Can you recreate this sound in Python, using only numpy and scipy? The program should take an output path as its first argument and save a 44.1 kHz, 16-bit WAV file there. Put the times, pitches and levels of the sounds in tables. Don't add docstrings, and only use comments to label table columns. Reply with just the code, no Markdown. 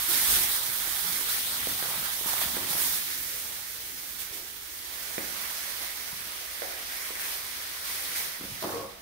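import sys
import numpy as np
from scipy import signal
from scipy.fft import rfft, irfft
from scipy.io import wavfile
from scipy.ndimage import uniform_filter1d

SR = 44100
rng = np.random.default_rng(int(sys.argv[2]) if len(sys.argv) > 2 else 0)


def to_wav(s):
    ch = np.atleast_2d(s).T
    pcm = np.round(np.clip(ch, -1, 1) * 32767)
    wavfile.write(sys.argv[1], SR, pcm.astype(np.int16))


N = 397341
T = np.arange(N) / SR
F = np.fft.rfftfreq(N, 1 / SR) + 1e-3
HALVES = np.array([[.5], [-.5]])
FILM_OFF_S, SHEET_OFF_S = 3.15, 4.72


def undb(db):
    return 10 ** (np.asarray(db) / 20)


def curves(table):
    s, *columns = np.transpose(table)
    return [np.interp(T, s, column) for column in columns]


def colour(points):
    hz, db = np.transpose(points)
    return undb(np.interp(np.log(F), np.log(hz), db))


def shape(x, gain):
    return irfft(rfft(x) * gain, N)


def resonance(hz, q):
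    return 1 / (1 + 1j * q * (F / hz - hz / F))


def rms(x, band=(0, SR)):
    return shape(x.mean(0), (F > band[0]) & (F < band[1])).std()


def walk(rate):
    hold = int(SR / rate)
    held = rng.standard_normal(N)[np.arange(N) // hold]
    return 1.68 * uniform_filter1d(uniform_filter1d(held, hold), hold)


def slips(rate, spread_db):
    size = undb(spread_db * np.minimum(rng.exponential(size=(2, N)), 4.5))
    happens = rng.random((2, N)) < rate / SR
    x = happens * size * rng.standard_normal((2, N))
    return x / x.std()


def blend(x, likeness, below_hz):
    coherence = np.clip(likeness, 0, 1) / (1 + (F / below_hz) ** 4)
    mid = shape(x[0], np.sqrt(1 + coherence))
    side = shape(x[1], np.sqrt(1 - coherence))
    return np.array([mid + side, mid - side])


def waver(x, depth_db, rate):
    spectrum, out = rfft(x), 0
    centres = np.arange(12, 29) / 2
    for octave, own in zip(centres, np.eye(len(centres))):
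        band = irfft(spectrum * np.interp(np.log2(F), centres, own), N)
        depth = depth_db / (1 + 2 ** octave / 2500)
        out = out + band * undb(depth * walk(rate))
    return out


def movements(rows):
    power = 0
    for s, length, db in rows:
        attack = np.clip((T - s) / 0.011, 0, 1)
        release = np.exp(-np.clip((T - s - length) / 0.049, 0, 20))
        power = power + (undb(db) * attack * release) ** 2
    return power


def catches(rate, fade):
    phase = np.cumsum(rate * np.exp(.5 * walk(rate))) / SR % 1
    jerk = np.exp(-phase / fade)
    return jerk / np.sqrt(np.mean(jerk ** 2))


def mirrored(x, gain, delay_s):
    echo = np.array([np.interp(T - delay_s, T, side) for side in x])
    return (x + gain * echo) / np.hypot(1, gain)


# pitch_hz [Hz], relative level_db [dB per Hz]
AIR_COLOUR = [(20, -19), (40, 0), (80, 3), (150, -15), (350, -4.5), (600, -9), (1200, -6), (4000, -15.5),
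              (15000, -15)]
AIR_DB, HUM_HZ, HUM_DB = -56, 59.5, -66.5


def house():
    air = shape(blend(rng.standard_normal((2, N)), 0.96, 610), colour(AIR_COLOUR))
    air = waver(air / rms(air), depth_db=2.0, rate=8)
    hum = np.sqrt(2) * np.sin(2 * np.pi * HUM_HZ * T)
    return air * undb(AIR_DB) + undb(HUM_DB) * hum


# start_s [s], hiss level_db [dB]
DRAG_LEVEL = [(0, -31), (0.62, -32.5), (1.2, -32), (2.15, -33.5), (2.55, -34), (3.38, -37), (3.62, -41),
              (4.1, -41), (4.28, -44), (4.65, -44.5), (5.3, -39.5), (6.35, -42.0), (7.7, -41), (8.5, -44),
              (8.75, -45.0), (8.97, -57)]
# start_s [s], length_s [s], hiss level_db [dB]
QUICK_STROKES = [(.08, 0.36, -27.5), (.29, 0.073, -26.5), (.48, 0.096, -31.5), (1.28, 0.075, -32),
                 (2.26, 0.16, -33.5), (2.40, 0.031, -34), (2.68, 0.29, -32.5), (2.77, 0.085, -31.5),
                 (4.18, 0.042, -40), (4.32, 0.052, -43), (4.92, .25, -48.5), (5.4, 0.45, -44.5),
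                 (5.81, 0.025, -43), (6.905, 0.18, -43), (7.18, 0.18, -39), (7.84, 0.44, -39),
                 (8.15, 0.052, -36), (8.6, 0.049, -43.5)]


def sliding():
    return 10 * np.log10(undb(curves(DRAG_LEVEL)[0]) ** 2 + movements(QUICK_STROKES))


# pitch_hz [Hz], width_hz [Hz], level_db [dB]
RIGHT_PORT_RESONANCES = [(1860, 1640, 5.5), (2700, 560, -5), (3330, 230, 0.5), (7640, 730, -2.5),
                         (14640, 4600, 5.5)]
RIGHT_PORT_DB, LEFT_NULL_HZ, LEFT_NULL_WIDTH_HZ = 2, 7230, 1100


def ports():
    left = 1 - resonance(LEFT_NULL_HZ, LEFT_NULL_HZ / LEFT_NULL_WIDTH_HZ)
    right_db = RIGHT_PORT_DB
    for hz, width, db in RIGHT_PORT_RESONANCES:
        right_db = right_db + db * np.exp(-2 * ((F - hz) / width) ** 2)
    return np.array([left * np.abs(left) ** .4, undb(right_db)])


# pitch_hz [Hz], level_db [dB]
FILM_COLOUR = [(100, -9), (480, -12), (900, -4), (1500, -3), (2700, -1), (3500, 3), (4600, 1), (6500, -2),
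               (9000, -0.5), (15500, -3.5)]
EDGE_COLOUR = [(100, -8), (350, -7.5), (700, -9.5), (1100, -7.5), (1900, -2.5), (3500, 0), (5500, 0),
               (9000, -0.5), (15500, -2.5)]
SLEEVE_COLOUR = [(100, -9.5), (280, -7.5), (600, -3.5), (930, -4), (1400, -2.5), (2000, 0.5), (2700, 1),
                 (3500, 1), (5200, 1.5), (7500, -1.5), (9000, 0.5), (15500, -3)]
# start_s [s], left minus right pan_db [dB]
PORT_TILT = [(0.0, -4), (0.43, -1.5), (0.68, -6), (1.15, -6.0), (1.36, 0), (2.21, -4.5), (3.99, -3),
             (4.12, -7), (4.84, -4), (4.99, -6), (7.95, -0.5), (9.01, -4.5)]
PORTS_PAN_DB = -4
FILM_BODY_DB, SLEEVE_BODY_DB = -3.5, -2.5
GENTLE_DB = -40
THINNING = 0.31
FILM_ECHO, FILM_ECHO_S = 0.18, 0.00061


def rubbing(hiss_db, pressed):
    film = slips(32000, spread_db=1.0) + undb(-18.5) * slips(900, spread_db=3.5)
    film = mirrored(film, FILM_ECHO, FILM_ECHO_S * np.exp(0.444 * walk(6)))
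    edge = slips(30000, spread_db=.5)
    sleeve = slips(30000, spread_db=.5) + undb(-16.5) * slips(500, spread_db=-3.5)
    clear = np.clip((T - SHEET_OFF_S) / .5, 0, 1)
    touches = [(film, FILM_COLOUR, pressed),
               (edge, EDGE_COLOUR, (1 - pressed) * (1 - clear)),
               (sleeve, SLEEVE_COLOUR, clear)]
    port = ports()
    x = sum(shape(clicks, colour(points) * port) * np.sqrt(share) for clicks, points, share in touches)
    x = waver(x, depth_db=2.0, rate=26)

    body = shape(x, 1 / (1 + (F / 6800) ** 6))
    hiss = (x - body) / rms(x, (5000, 15500))
    body = body / rms(x, (1200, 6000))
    body_db = FILM_BODY_DB * (1 - clear) + SLEEVE_BODY_DB * clear
    body_db = body_db - THINNING * (hiss_db - GENTLE_DB)
    sides_db = HALVES * (curves(PORT_TILT)[0] - PORTS_PAN_DB)
    grip_db = (.35 + .1 * pressed) * np.array([walk(70), walk(70)])
    rustle = hiss * undb(sides_db) + body * undb(body_db + 0.19 * sides_db)
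    return undb(hiss_db + grip_db) * rustle


# pitch_hz [Hz], level_db [dB]
BILLOW_SPECTRUM = [(22, -28), (42, 0), (100, 1.5), (190, -1), (330, -0.5), (650, -6), (1300, -12),
                   (5000, -48)]
# start_s [s], length_s [s], billow_db [dB], crumple_db [dB]
HAND_PUSHES = [(0.278, 0.14, -66, -64), (1.66, 0.067, -48, -64), (1.787, 0.27, -52, -51),
               (2.232, 0.25, -58, -44.5), (2.528, 0.25, -53.5, -47.5), (4.304, 0.098, -59.5, -57)]
BILLOW_DB, CRUMPLE_DB = -26, -25.5


def sheet(hiss_db, pressed):
    billow = shape(blend(slips(900, spread_db=0.0), 0.93, 900), colour(BILLOW_SPECTRUM))
    billow = waver(billow / rms(billow), depth_db=5.0, rate=12)
    crumple = blend(slips(900, spread_db=1.5), 0.8, 1300) * catches(110, fade=0.56)
    crumple = shape(crumple, resonance(910, 0.9) ** 2)
    held = np.clip((SHEET_OFF_S - T) / 0.45, 0, 1)
    billowing = held * undb(hiss_db + BILLOW_DB) ** 2
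    billowing = billowing + movements((s, length, db) for s, length, db, _ in HAND_PUSHES)
    crumpling = pressed * undb(hiss_db + CRUMPLE_DB) ** 2
    crumpling = crumpling + movements((s, length, db) for s, length, _, db in HAND_PUSHES)
    return billow * np.sqrt(billowing) + crumple / rms(crumple) * np.sqrt(crumpling)


# start_s [s], length_s [s], level_db before panning [dB], pitch_hz [Hz]
BUZZING_FOLDS = [(0.095, 0.077, -39, 4160), (0.328, .05, -40.5, 2940), (0.497, 0.036, -46, 3800),
                 (2.4, .06, -42.5, 3560), (2.423, .025, -43, 1700), (2.813, 0.039, -51, 1900),
                 (7.14, 0.11, -46, 1930)]
FOLD_Q, FOLD_PAN_DB = 1.64, 4


def folds():
    grains = rfft(slips(9000, spread_db=0.0) * catches(170, fade=0.31))
    out = 0
    for s, length, db, hz in BUZZING_FOLDS:
        x = irfft(grains * resonance(hz, FOLD_Q) ** 2, N)
        out = out + x / x.mean(0).std() * np.sqrt(movements([(s, length, db)]))
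    return out * undb(FOLD_PAN_DB * HALVES)


# start_s [s], peak level_db before panning [dB], left minus right pan_db [dB]
CREASE_SNAPS = [(0.365, -21, -4), (0.414, -31, -3), (0.449, -22, -2), (1.365, -23, -2), (1.827, -25, -3),
                (2.44, -23, -3), (2.569, -25, -3), (2.818, -29, -12), (7.155, -19, -2)]


def snaps():
    out, t = np.zeros((2, N)), T[:SR // 50]
    for s, db, pan_db in CREASE_SNAPS:
        burst = rng.standard_normal((2, len(t))) * undb(-60 * t / 0.0046)
        add(out, s, burst / np.abs(burst).max() * undb(db + pan_db * HALVES))
    return shape(out, ports())


def add(track, s, sound):
    part = track[..., int(s * SR):int(s * SR) + sound.shape[-1]]
    part += sound[..., :part.shape[-1]]


def ring(hz, decay_s):
    t = T[:SR // 5]
    x = np.gradient(np.sin(2 * np.pi * hz * t) * t ** 2 * undb(-120 * t / decay_s))
    return x / np.abs(x).max()


# start_s [s], main mode peak level_db before the ports [dB], pitch_hz [Hz], decay_s [s],
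# second_db relative to the main mode [dB], second_hz [Hz], room_db relative to the direct sound [dB]
KNOCKS_AND_CRACKLES = [(1.6715, -19, 370, .0036, -17, 1300, -12), (1.826, -21.5, 520, .003, 0, 1300, -6),
                       (2.211, -33, 330, .007, -16, 1200, -9), (2.260, -33, 210, .01, 0, 1100, -8),
                       (2.266, -26, 1050, .007, -14, 1800, -5), (2.285, -24, 900, .004, -10, 1400, -8),
                       (2.330, -27, 750, .007, -1, 1400, -8), (2.568, -23, 330, .0055, 1, 1050, -4),
                       (5.181, -20.5, 280, .0052, 3, 1750, -5), (6.128, -43, 130, .03, -30, 1500, -6),
                       (6.620, -22.5, 560, .0075, 1, 1300, -2.5), (7.105, -32, 390, .009, -10, 1400, -5),
                       (8.626, -24, 800, .0035, -8, 1200, -4), (8.726, -27, 1130, .012, -20, 1500, -6)]
SECOND_DECAY_S, PORT_LAG_S = .0022, .0005


def knocks_and_crackles():
    direct, sent = rattle(), np.zeros(N)
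    for s, db, hz, decay_s, second_db, second_hz, room_db in KNOCKS_AND_CRACKLES:
        second = undb(second_db) * ring(second_hz, SECOND_DECAY_S)
        pulse = undb(db) * (ring(hz, decay_s) + second)
        add(direct, s, pulse)
        add(sent, s, pulse * undb(room_db))
    left = shape(direct, np.exp(-2j * np.pi * F * PORT_LAG_S) / np.sqrt(1 + (F / 1100) ** 2))
    return np.array([left, undb(1.0) * direct]), sent


# pitch_hz [Hz], level_db [dB]
ROOM_COLOUR = [(60, -2), (230, 7.5), (480, 1.5), (650, 6.5), (950, 4.5), (2000, 7), (5000, -12),
               (15000, -24)]
ROOM_T60_S, EARLY_T60_S, EARLY_DB = 1, .07, 0


def room(x):
    fade = undb(-60 * T / ROOM_T60_S) + undb(EARLY_DB - 60 * T / EARLY_T60_S)
    tail = blend(rng.standard_normal((2, N)) * fade * (T > .003), .65, 420)
    energy = (tail ** 2).sum(1, keepdims=True)
    tail = shape(tail / np.sqrt(energy), colour(ROOM_COLOUR))
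    return signal.fftconvolve(x[None], tail[:, :SR], axes=1)[:, :N]


RATTLE_S, RATTLE_HZ, RATTLE_DB, RATTLE_T60_S = 5.186, 2130, -41, .35


def rattle():
    x = shape(rng.standard_normal(N) * catches(60, fade=0.26), resonance(RATTLE_HZ, 4.2) ** 2)
    settling = undb(RATTLE_DB - 60 * np.abs(T - RATTLE_S) / RATTLE_T60_S)
    return x / x.std() * (T > RATTLE_S) * settling


# start_s [s], length_s [s], level_db before the stroke envelope [dB], pitch_hz [Hz]
SCUFF_STROKES = [(8.395, 0.075, -48, 225), (8.485, 0.072, -50, 104), (8.622, 0.028, -36.5, 650),
                 (8.625, 0.19, -53.5, 1000), (8.634, 0.046, -34, 367), (8.64, 0.24, -50.5, 111),
                 (8.676, 0.059, -36.5, 616), (8.728, 0.074, -37, 424), (8.792, .07, -40, 494)]
CATCHES_PER_S = 95


def scuffs():
    grains = blend(slips(2500, spread_db=0.5), 0.84, 1500) * catches(CATCHES_PER_S, fade=1)
    grains = shape(grains, 1 / np.sqrt(1 + (F / 1500) ** 8))
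    out = 0
    for s, length, db, hz in SCUFF_STROKES:
        x = shape(grains, resonance(hz, 1.6) / np.sqrt(1 + (F / (3 * hz)) ** 4))
        progress = np.clip((T - s) / length, 0, 1)
        stroke = np.sqrt(np.minimum(4 * progress, 1) * (1 - progress ** 2))
        out = out + x / rms(x) * undb(db) * stroke
    return out


# pitch_hz [Hz], level_db at unit energy [dB], t60_s [s]
HOLLOW_MODES = [(478, -23, .45), (545, -28, .3), (1100, -19, .3)]


def hollow(x):
    t, response = T[:SR], 0
    for hz, db, t60 in HOLLOW_MODES:
        mode = np.sin(2 * np.pi * hz * t) * undb(-60 * t / t60)
        response = response + mode / np.linalg.norm(mode) * undb(db)
    return signal.fftconvolve(x, response[None], axes=1)[:, :N]


def scene():
    hiss_db = sliding()
    pressed = np.clip((FILM_OFF_S - T) / 0.45, 0, 1)
    plastic = rubbing(hiss_db, pressed) + sheet(hiss_db, pressed) + folds() + snaps()
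    pulses, sent = knocks_and_crackles()
    scrape = scuffs()
    echoes = room(sent + undb(-7.5) * scrape.mean(0))
    return house() + plastic + pulses + scrape + hollow(scrape) + echoes


def record(dry):
    return signal.sosfilt(signal.ellip(12, .2, 80, 15700, fs=SR, output="sos"), dry)


dry = scene()
out = record(dry)
to_wav(out)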